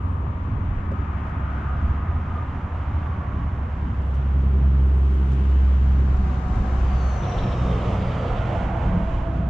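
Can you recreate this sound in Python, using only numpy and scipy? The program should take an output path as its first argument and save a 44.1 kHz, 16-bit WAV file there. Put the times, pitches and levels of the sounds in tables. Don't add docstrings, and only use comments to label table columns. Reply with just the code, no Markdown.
import sys
import numpy as np
from scipy import signal
from scipy.fft import rfft, irfft, next_fast_len
from scipy.io import wavfile
from scipy.ndimage import map_coordinates

SR = 44100
rng = np.random.default_rng(int(sys.argv[2]) if len(sys.argv) > 2 else 0)


def digitize_waveform(pressure):
    field = np.atleast_2d(pressure).T
    bounded = np.clip(field, -1, 1)
    quanta = np.round(bounded * 32767).astype(np.int16)
    wavfile.write(sys.argv[1], SR, quanta)


N = 418509
TIME = np.arange(N) / SR

# closest_at_s, speed_m_per_s, distance_m
PICKUP_PATH = (2.12, 26.5, 44)
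TRUCK_PATH = (7.62, 25, 30)


def undb(db):
    return 10 ** (np.asarray(db) / 20)


def curves(table):
    times, *columns = np.transpose(table)
    return [np.interp(TIME, times, column) for column in columns]


def unit(x):
    return x / np.sqrt(np.mean(x ** 2))


def bump(at_s, half_s):
    return np.exp(-((TIME - at_s) / half_s) ** 2)


def bumps(table):
    return sum(undb(db) * bump(at_s, half_s) for at_s, half_s, db in table)


def swell(shape):
    start, end, rise, fall = shape
    return -rise * np.maximum(start - TIME, 0) - fall * np.maximum(TIME - end, 0)


def wander(rate_hz):
    steps = rng.standard_normal(int(N / SR * rate_hz) + 4)
    coarse = TIME[::32]
    return np.interp(TIME, coarse, map_coordinates(steps, [coarse * rate_hz + 1], order=3))


def colour(x, points):
    size = next_fast_len(N)
    hz, db = np.transpose(points)
    freq = np.maximum(np.arange(size // 2 + 1) * SR / size, 1)
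    gain = undb(np.interp(np.log(freq), np.log(hz), db))
    return irfft(rfft(x, size) * gain, size)[:N]


def noise(tone):
    (low, low_db), (high, high_db) = tone[0], tone[-1]
    closed = [(low / 2, low_db - 60), *tone, (high * 2, high_db - 60)]
    return unit(colour(rng.standard_normal(N), closed))


def spread(direct, scattered, hidden_db=1.5, pickup_db=-4.5, truck_db=-6.5, lag_s=0.63, view_s=1.5):
    # pitch_hz, level_db
    width = [(60, -29), (150, -29), (250, -18), (400, -13), (600, -6.5), (1000, -0.5), (1400, -2),
             (2200, -1.5), (3200, -5.5), (6000, 2), (10000, 1.5)]
    pickup_view = bump(PICKUP_PATH[0] + lag_s, view_s)
    truck_view = bump(TRUCK_PATH[0] + lag_s, view_s)
    side = colour(scattered, width) * undb(hidden_db + pickup_db * pickup_view + truck_db * truck_view)
    return np.array([direct + side, direct - side])


def wash(tone, flutter_db):
    return spread(noise(tone), noise(tone)) * undb(flutter_db * wander(11))


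def phase_of(hz):
    return 2 * np.pi * np.cumsum(np.broadcast_to(hz, N)) / SR


def blurred(phase, width_hz):
    return wander(width_hz) * np.cos(phase) + wander(width_hz) * np.sin(phase)


def band(hz, db, width_hz):
    phase = phase_of(hz)
    return spread(blurred(phase, width_hz), blurred(phase, width_hz)) * undb(db)


def passing(path):
    closest_at_s, speed, distance = path
    along = speed * (TIME - closest_at_s)
    away = np.hypot(along, distance)
    return away / distance, along / away


def doppler(path, sound_m_per_s=343):
    _, direction = passing(path)
    return 1 / (1 + path[1] / sound_m_per_s * direction)


def traffic_direction(truck_weight=3):
    pickup_away, pickup_at = passing(PICKUP_PATH)
    truck_away, truck_at = passing(TRUCK_PATH)
    weights = [1 / pickup_away ** 2, truck_weight / truck_away ** 2]
    return np.average([pickup_at, truck_at], axis=0, weights=weights)


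def doppler_noise(channels, shift=.08):
    position = np.cumsum(1 - shift * traffic_direction())
    return np.array([map_coordinates(channel, [position], mode="mirror") for channel in channels])


def pan_traffic(traffic, pan_db=6.0):
    # pitch_hz, level_db
    follows = [(300, -46.5), (500, -16.5), (700, 1), (950, 2.5), (3500, 0.5), (4500, -0.5), (5500, -27)]
    direction = traffic_direction()
    middle = np.array([colour(channel, follows) for channel in traffic])
    gains = undb(np.array([-direction, direction]) * pan_db / 2)
    return traffic + middle * (gains / gains.mean(axis=0) - 1)


def lean_right(channels, db):
    return channels * undb(np.array([[-db], [db]]) / 2)


def ticking(table, tone, decay_s, attack_s=.0015, tail_db=-17, tail_s=.025):
    bursts = 0
    for start_s, db in table:
        age = np.maximum(TIME - start_s, 0)
        fade = np.exp(-age / decay_s) + undb(tail_db) * np.exp(-age / tail_s)
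        bursts = bursts + undb(db) * np.minimum(age / attack_s, 1) * fade
    return spread(noise(tone), noise(tone) * undb(-4)) * bursts


def fishing_line():
    # middle_s, half_length_s, level_db
    pulls = [(.07, 0.14, -79.5), (4.074, 0.06, -81), (4.493, 0.073, -79), (4.922, 0.14, -79.5),
             (5.244, 0.25, -77)]
    tone = [(6000, -12), (8000, -3), (9200, 0), (10200, -5), (12500, -17), (13500, -36)]
    swish = wash(tone, flutter_db=1)
    rubs = unit(undb(2.3 * wander(45) + 3.5 * wander(300)))
    return swish * bumps(pulls) * rubs


def tackle():
    # start_s, level_db
    ticks = [(0.915, -63), (1.269, -65), (1.292, -69), (1.827, -65.5), (4.015, -64), (4.139, -65),
             (4.149, -64), (4.433, -66), (4.872, -69), (4.939, -66), (5.317, -58), (5.329, -60),
             (6.167, -60), (6.341, -67), (6.481, -60), (6.555, -56), (6.658, -61)]
    clicks = [(1.295, -75), (1.83, -72), (2.0, -75), (3.535, -77), (4.148, -67), (4.62, -76), (5.435, -70),
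              (6.06, -71), (6.115, -71)]
    # pitch_hz, level_db
    tick_tone = [(1000, -6), (3000, 4.5), (7000, 0), (9500, -12), (12000, -22)]
    click_tone = [(8500, -3), (10500, -6), (12500, -11.5), (14000, -4), (14800, -13)]
    both = ticking(ticks, tick_tone, decay_s=0.0083) + ticking(clicks, click_tone, decay_s=0.004)
    return lean_right(both, db=1.5)


def boat_knock(at_s=.916, knock_db=-22.0, attack_s=.003):
    # pitch_hz, level_db, decay_s
    notes = [(545, -0.5, 0.0071), (432, -9, 0.0088)]
    age = np.maximum(TIME - at_s, 0)
    ring = sum(undb(db) * np.exp(-age / decay_s) * np.sin(2 * np.pi * hz * age)
               for hz, db, decay_s in notes)
    return undb(knock_db) * (1 - np.exp(-age / attack_s)) * ring


def earlier_car(start_db=-44, fade_db_per_s=7):
    return band(1060, start_db - fade_db_per_s * TIME, width_hz=400)


def shaking(column, idle_db, pickup_db, truck_db, jolt_s):
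    # middle_s, flex_db, rumble_db, ring_db
    jolts = [(.15, -43, -37.5, -53.5), (.55, -34, -28.5, -49), (.76, -27.5, -40.5, -43),
             (1.02, -45, -30.5, -51), (1.87, -28, -34.5, -38.5), (2.19, -35, -46, -51),
             (2.98, -40, -38, -52), (3.45, -32.5, -31, -41.5), (3.85, -44, -36.5, -52),
             (6.18, -29, -35, -37), (6.58, -25, -28, -36), (6.86, -22.5, -42, -40), (7.42, -30, -40, -32.5),
             (7.72, -32, -35, -31.5), (8.1, -32, -30.5, -32), (8.33, -26, -38, -53), (8.67, -31, -27, -53),
             (8.951, -25, -27, -21.5), (9.15, -23, -36.5, -60), (9.4, -35, -26.5, -26.5)]
    # full_from_s, until_s, rise_db_per_s, fall_db_per_s
    pickup_load = (0, 4.5, 0, 12)
    truck_load = (5.87, 8.74, 41, 6.9)
    jolt_power = sum((undb(row[column]) * bump(row[0], jolt_s)) ** 2 for row in jolts)
    load_power = undb(pickup_db + swell(pickup_load)) ** 2 + undb(truck_db + swell(truck_load)) ** 2
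    return np.sqrt(undb(idle_db) ** 2 + load_power + jolt_power)


def bridge_deck(ring_hz=180.2):
    # pitch_hz, level_db
    flex_tone = [(12, -12), (22, -3.5), (32, -5.5), (46, 2), (56, -7), (75, -33)]
    rumble_tone = [(45, -10), (60, 0), (100, 3.5), (135, -3.5), (180, -6.5), (225, -8.5), (280, -11.5),
                   (330, -19), (390, -21.5), (470, -30.5), (700, -48)]
    flex = wash(flex_tone, flutter_db=-0.5)
    flex *= shaking(column=1, idle_db=-44.5, pickup_db=-39.5, truck_db=-35.5, jolt_s=0.1)
    rumble = wash(rumble_tone, flutter_db=1)
    rumble *= shaking(column=2, idle_db=-34, pickup_db=-32.5, truck_db=-29.5, jolt_s=0.16)
    ring = band(ring_hz, 0, width_hz=53)
    ring *= shaking(column=3, idle_db=-54, pickup_db=-61.5, truck_db=-37.0, jolt_s=0.091)
    return flex + rumble + ring


def pickup_engine(pitch_hz=82.7, waver_db=1.5):
    # time_s, level_db
    exhaust = [(0, -29.5), (1.1, -31.5), (1.5, -52), (1.85, -27.5), (2.6, -29.5), (4.1, -33), (6, -54)]
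    level_db = curves(exhaust)[0] + waver_db * wander(7)
    phase = phase_of(pitch_hz * doppler(PICKUP_PATH))
    note = np.sqrt(2) * np.cos(phase) + undb(-21.5) * blurred(3 * phase, width_hz=18)
    return note * undb(level_db)


def pickup_rush():
    rush = band(hz=1380, db=-44, width_hz=520) + band(hz=700, db=-49, width_hz=140)
    return rush * bump(at_s=1.68, half_s=.33)


def rolling(levels, lag_s, end_on_db):
    # full_from_s, until_s, rise_db_per_s, fall_db_per_s
    pickup_open = (1.33, 3.16, 7.4, 5.6)
    truck_open = (7.25, 8.97, 5.3, 11.3)
    pickup_db, truck_db, far_db = levels
    vehicles = (PICKUP_PATH, pickup_open, pickup_db), (TRUCK_PATH, truck_open, truck_db)
    power = undb(far_db) ** 2
    for (closest_at_s, *motion), in_open, db in vehicles:
        _, direction = passing((closest_at_s + lag_s, *motion))
        power = power + undb(db + swell(in_open) + end_on_db * direction ** 2) ** 2
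    return np.sqrt(power)


def tyre_noise(sizzle_db=-62.5):
    # pitch_hz, level_db
    roar_tone = [(450, -15.5), (620, -2), (850, -0.5), (1000, 1), (1270, -1.5), (1500, -5), (2000, -11),
                 (2500, -17.5), (3500, -36.5)]
    drum_tone = [(250, -23.5), (390, -9.5), (460, 1), (620, -2), (750, -3.5), (950, -9.5), (1400, -31)]
    hiss_tone = [(1600, -11), (2100, 3), (3000, 4), (3600, -3.5), (4300, -11.5), (5000, -14.5),
                 (6500, -15.5), (7700, -21.5), (8600, -28), (10000, -33.5), (14000, -59.5)]
    sizzle_tone = [(2900, -9), (3700, 8.5), (4300, 6), (5000, 1.5), (6500, 1), (7700, -4.5),
                   (8700, -12.5), (10500, -25)]
    # pickup_db, truck_db, far_traffic_db
    roar_levels = (-41, -39, -51.5)
    drum_levels = (-53, -34.5, -49.5)
    hiss_levels = (-59.5, -48.5, -62)
    # full_from_s, until_s, rise_db_per_s, fall_db_per_s
    sizzle_swell = (6.63, 8, 4.8, 13)
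    # time_s, low_hz, low_db, high_hz, high_db
    hollow_notes = [(5.8, 800.6, -74.5, 1150, -65), (6.15, 777.6, -66, 1122, -51.5),
                    (6.55, 724, -62, 1147, -46), (7.05, 646, -54, 1200, -47), (7.35, 570, -48, 1220, -43.5),
                    (7.72, 489.9, -37.5, 1149, -39.5), (8.05, 501.7, -41, 1233, -44.5),
                    (8.33, 625.6, -43, 1328, -41), (8.55, 728.7, -39, 1405, -45),
                    (8.8, 831, -36.5, 1513, -50), (9.05, 975, -58, 1560, -61)]
    roar = doppler_noise(wash(roar_tone, flutter_db=0.2))
    roar *= rolling(roar_levels, lag_s=.2, end_on_db=1.7)
    drum = wash(drum_tone, flutter_db=1.5) * rolling(drum_levels, lag_s=0.38, end_on_db=-13.5)
    hiss = wash(hiss_tone, flutter_db=1.1) * rolling(hiss_levels, lag_s=0.36, end_on_db=-8.0)
    sizzle = wash(sizzle_tone, flutter_db=0.1) * undb(sizzle_db + swell(sizzle_swell))
    low_hz, low_db, high_hz, high_db = curves(hollow_notes)
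    low_note = band(low_hz, low_db, width_hz=240) + band(low_hz, low_db - 4, width_hz=480)
    high_note = band(high_hz, high_db, width_hz=320)
    return roar + drum + hiss + sizzle + low_note + high_note


def tyre_song(tread_hz=705, far_hum_db=-55):
    # time_s, level_db
    truck_song = [(5.5, -67.5), (6.06, -55), (6.16, -43), (6.26, -40), (6.34, -50), (6.56, -37.5),
                  (6.9, -40.5), (7.09, -44), (7.25, -37), (7.55, -42), (7.85, -51), (8.2, -42.5),
                  (8.48, -36.5), (8.85, -37), (9.1, -38.5), (9.49, -37.5)]
    # time_s, pitch_hz, level_db
    pickup_song = [(0, 1274, -60), (.72, 1255, -60), (.95, 1250, -48), (1.25, 1250, -49), (1.7, 1248, -44),
                   (2.0, 1245, -48), (2.38, 1215, -42), (2.7, 1207, -57), (3.15, 1139, -46.5),
                   (3.55, 1130, -50), (4.5, 1120, -84)]
    hz = tread_hz * doppler(TRUCK_PATH)
    db, = curves(truck_song)
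    shaken_phase = phase_of(hz * (1 + .008 * wander(18))) + .45 * wander(110)
    whine = np.cos(shaken_phase) * undb(db - 2 + 1.5 * wander(16))
    roughness = band(hz, db - 9, width_hz=55) + band(hz, db - 7, width_hz=130)
    hum = band(hz / 2, np.maximum(db - 5, far_hum_db), width_hz=45)
    return whine + roughness + hum + band(*curves(pickup_song), width_hz=70)


def trailer_rush(level_db=-48.0):
    tone = [(1200, -13), (1450, -3.5), (1700, -4.5), (1930, 1.5), (2250, 0), (2600, -10.5)]
    return wash(tone, flutter_db=1.5) * bump(at_s=8.32, half_s=0.6) * undb(level_db)


def trailer_rattle(rough_db=4.0, steel_db=-4, chatter_db=-56):
    # middle_s, half_length_s, level_db
    rattles = [(7.25, 0.016, -48), (7.328, 0.011, -45), (7.387, 0.026, -50), (7.434, 0.016, -47),
               (7.475, 0.014, -49), (7.532, 0.015, -46), (7.644, 0.025, -56), (7.815, 0.012, -52),
               (7.86, 0.014, -53), (7.935, 0.014, -55), (8.017, 0.01204, -52), (8.12, 0.014, -52),
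               (8.278, 0.018, -52), (8.375, 0.02, -51), (8.55, 0.025, -55.5)]
    # pitch_hz, level_db
    steel = [(2330, -5), (2720, -3.5), (3130, -0.5), (3340, -5), (3680, -7.5)]
    bursts = bumps(rattles) * undb(rough_db * wander(120))
    jiggle = unit(undb(5 * wander(70)))
    chatter = undb(chatter_db) * bump(at_s=8.0, half_s=.65) * jiggle
    half_doppler = doppler(TRUCK_PATH) ** .5
    ring = unit(sum(band(hz * half_doppler, db, width_hz=130) for hz, db in steel))
    scrape_tone = [(2000, -6), (2600, -3), (3200, 0), (3700, 3), (4000, -3), (4400, -11)]
    scrape = wash(scrape_tone, flutter_db=0.5)
    return (scrape + ring * undb(steel_db)) * bursts / np.sqrt(2) + ring * chatter


def turbo(hiss_db=-68):
    # time_s, pitch_hz, level_db
    shaft_whistle = [(5.6, 6000, -98), (5.95, 5950, -85), (6.35, 5400, -80), (6.78, 4770, -76),
                     (6.92, 4590, -64), (7.08, 4395, -58), (7.16, 4293, -60), (7.19, 4240, -68),
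                     (7.33, 4015, -60), (7.48, 3830, -66), (7.66, 3660, -56), (7.8, 3530, -66),
                     (8.2, 3280, -59), (8.7, 3080, -64), (9.2, 3000, -95)]
    # time_s, pitch_hz, core_db, breath_db
    upper_whistle = [(6.2, 7300, -130, -115), (6.5, 7000, -100, -82), (6.94, 6350, -82, -68),
                     (7.02, 6280, -67, -59), (7.16, 6120, -66, -58), (7.24, 5920, -60, -59),
                     (7.32, 5760, -55, -59), (7.39, 5630, -65, -58), (7.45, 5530, -60, -57.5),
                     (7.6, 5360, -71, -62), (7.8, 5190, -71, -66), (7.95, 4870, -68, -69),
                     (8.25, 4590, -66.5, -68), (8.7, 4370, -86, -84), (9.2, 4260, -110, -100)]
    hz, db = curves(shaft_whistle)
    shaft = np.sqrt(2) * np.cos(phase_of(hz * (1 + .002 * wander(70)))) * undb(db - 2)
    shaft = shaft + band(hz, db - 7, width_hz=260)
    upper_hz, core_db, breath_db = curves(upper_whistle)
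    core = np.cos(phase_of(upper_hz * (1 + .006 * wander(120)))) * undb(core_db - 1)
    core = core + band(upper_hz, core_db - 3, width_hz=220)
    breath = band(upper_hz, breath_db - 2.5, width_hz=1050)
    hiss_tone = [(4000, -13.5), (5000, -2.5), (6000, 4), (7000, -1.5), (7800, -6), (8500, -19.5)]
    hiss = wash(hiss_tone, flutter_db=2.5) * bump(at_s=7.35, half_s=.85) * undb(hiss_db)
    return shaft + core + breath + hiss


def fluttering_hiss(phase, pulsing=0.4):
    # middle_s, half_length_s, level_db
    swells = [(4.199, 0.8, -64), (5.504, 0.56, -58.5)]
    # pitch_hz, level_db
    tone = [(1600, -9.5), (2100, 1.5), (3000, 9), (3600, -1.5), (4500, -9), (6500, -13.5), (8500, -19),
            (10000, -24.5), (13000, -44.5)]
    return wash(tone, flutter_db=-0.5) * (1 + pulsing * np.cos(phase)) * bumps(swells)


def diesel(waver_db=1.4, waver_hz=5):
    # time_s, rate_hz
    firing = [(0, 63.7), (1, 62.9), (3, 62.5), (4.3, 62.7), (5.1, 62.3), (6, 62.5), (6.8, 62), (7.7, 62.6),
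              (8.5, 63.5), (9.49, 64)]
    # time_s, boom_db, bark_db
    exhaust = [(0, -29.5, -44.5), (1.3, -32, -52.5), (1.9, -23.5, -34.5), (2.4, -37, -47), (3.25, -30, -49),
               (3.85, -26.5, -46), (4.25, -20, -32), (4.7, -16, -29), (5.05, -16.5, -35),
               (5.35, -19, -27.5), (5.58, -15.5, -45.5), (6, -16, -30.5), (6.4, -23.5, -39.5),
               (7.06, -20, -39), (7.3, -37.5, -32), (7.7, -22.5, -30.5), (8.2, -34.5, -31),
               (9.49, -24.5, -39)]
    # time_s, level_db
    growl_level = [(0, -46), (4.2, -47), (4.45, -35.5), (4.85, -36.5), (5.4, -33), (5.9, -40.5), (7, -55),
                   (7.6, -35), (8.6, -46)]
    # multiple_of_firing_rate, level_db
    overtones = [(1.5, -10), (2.4, -9.5), (3, -1), (4, -13), (4.25, -10.5), (4.599, -14.5), (5, -14),
                 (5.65, -13), (6, -16.5)]
    # pitch_hz, level_db
    gas_tone = [(250, -12.5), (330, -2.5), (420, 3), (520, -3.5), (650, -18), (1000, -21)]
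    hz = curves(firing)[0] * doppler(TRUCK_PATH)
    boom_db, bark_db = curves(exhaust)
    growl_db, = curves(growl_level)
    phase = phase_of(hz * (1 + .002 * wander(12)))
    boom = np.sqrt(2) * np.cos(phase) * undb(boom_db)
    bark = (np.sqrt(2) * np.cos(2 * phase) + 0.19 * blurred(2 * phase, width_hz=14)) * undb(bark_db)
    uneven_phase = phase + .085 * wander(35)
    growl = 0
    for multiple, db in overtones:
        gain = undb(db + waver_db * wander(waver_hz))
        note = 1.2 * np.cos(multiple * uneven_phase) + .58 * blurred(multiple * phase, width_hz=32)
        growl = growl + gain * note
    rasp = wash(gas_tone, flutter_db=-0.5) * (1 + 0.5 * np.cos(phase)) * undb(-14)
    return boom + bark + (growl + rasp) * undb(growl_db) + fluttering_hiss(phase)


def scene():
    traffic = diesel() + turbo() + pickup_engine() + pickup_rush() + bridge_deck()
    traffic = traffic + tyre_noise() + earlier_car() + tyre_song() + trailer_rush() + trailer_rattle()
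    return lean_right(pan_traffic(traffic), db=0.62) + tackle() + fishing_line() + boat_knock()


def record(dry, fade_s=.004, top_hz=15000):
    fade = np.minimum(TIME / fade_s, 1)
    treble_cut = signal.ellip(8, .1, 70, top_hz, fs=SR, output="sos")
    return signal.sosfilt(treble_cut, dry * fade)


dry = scene()
out = record(dry)
digitize_waveform(out)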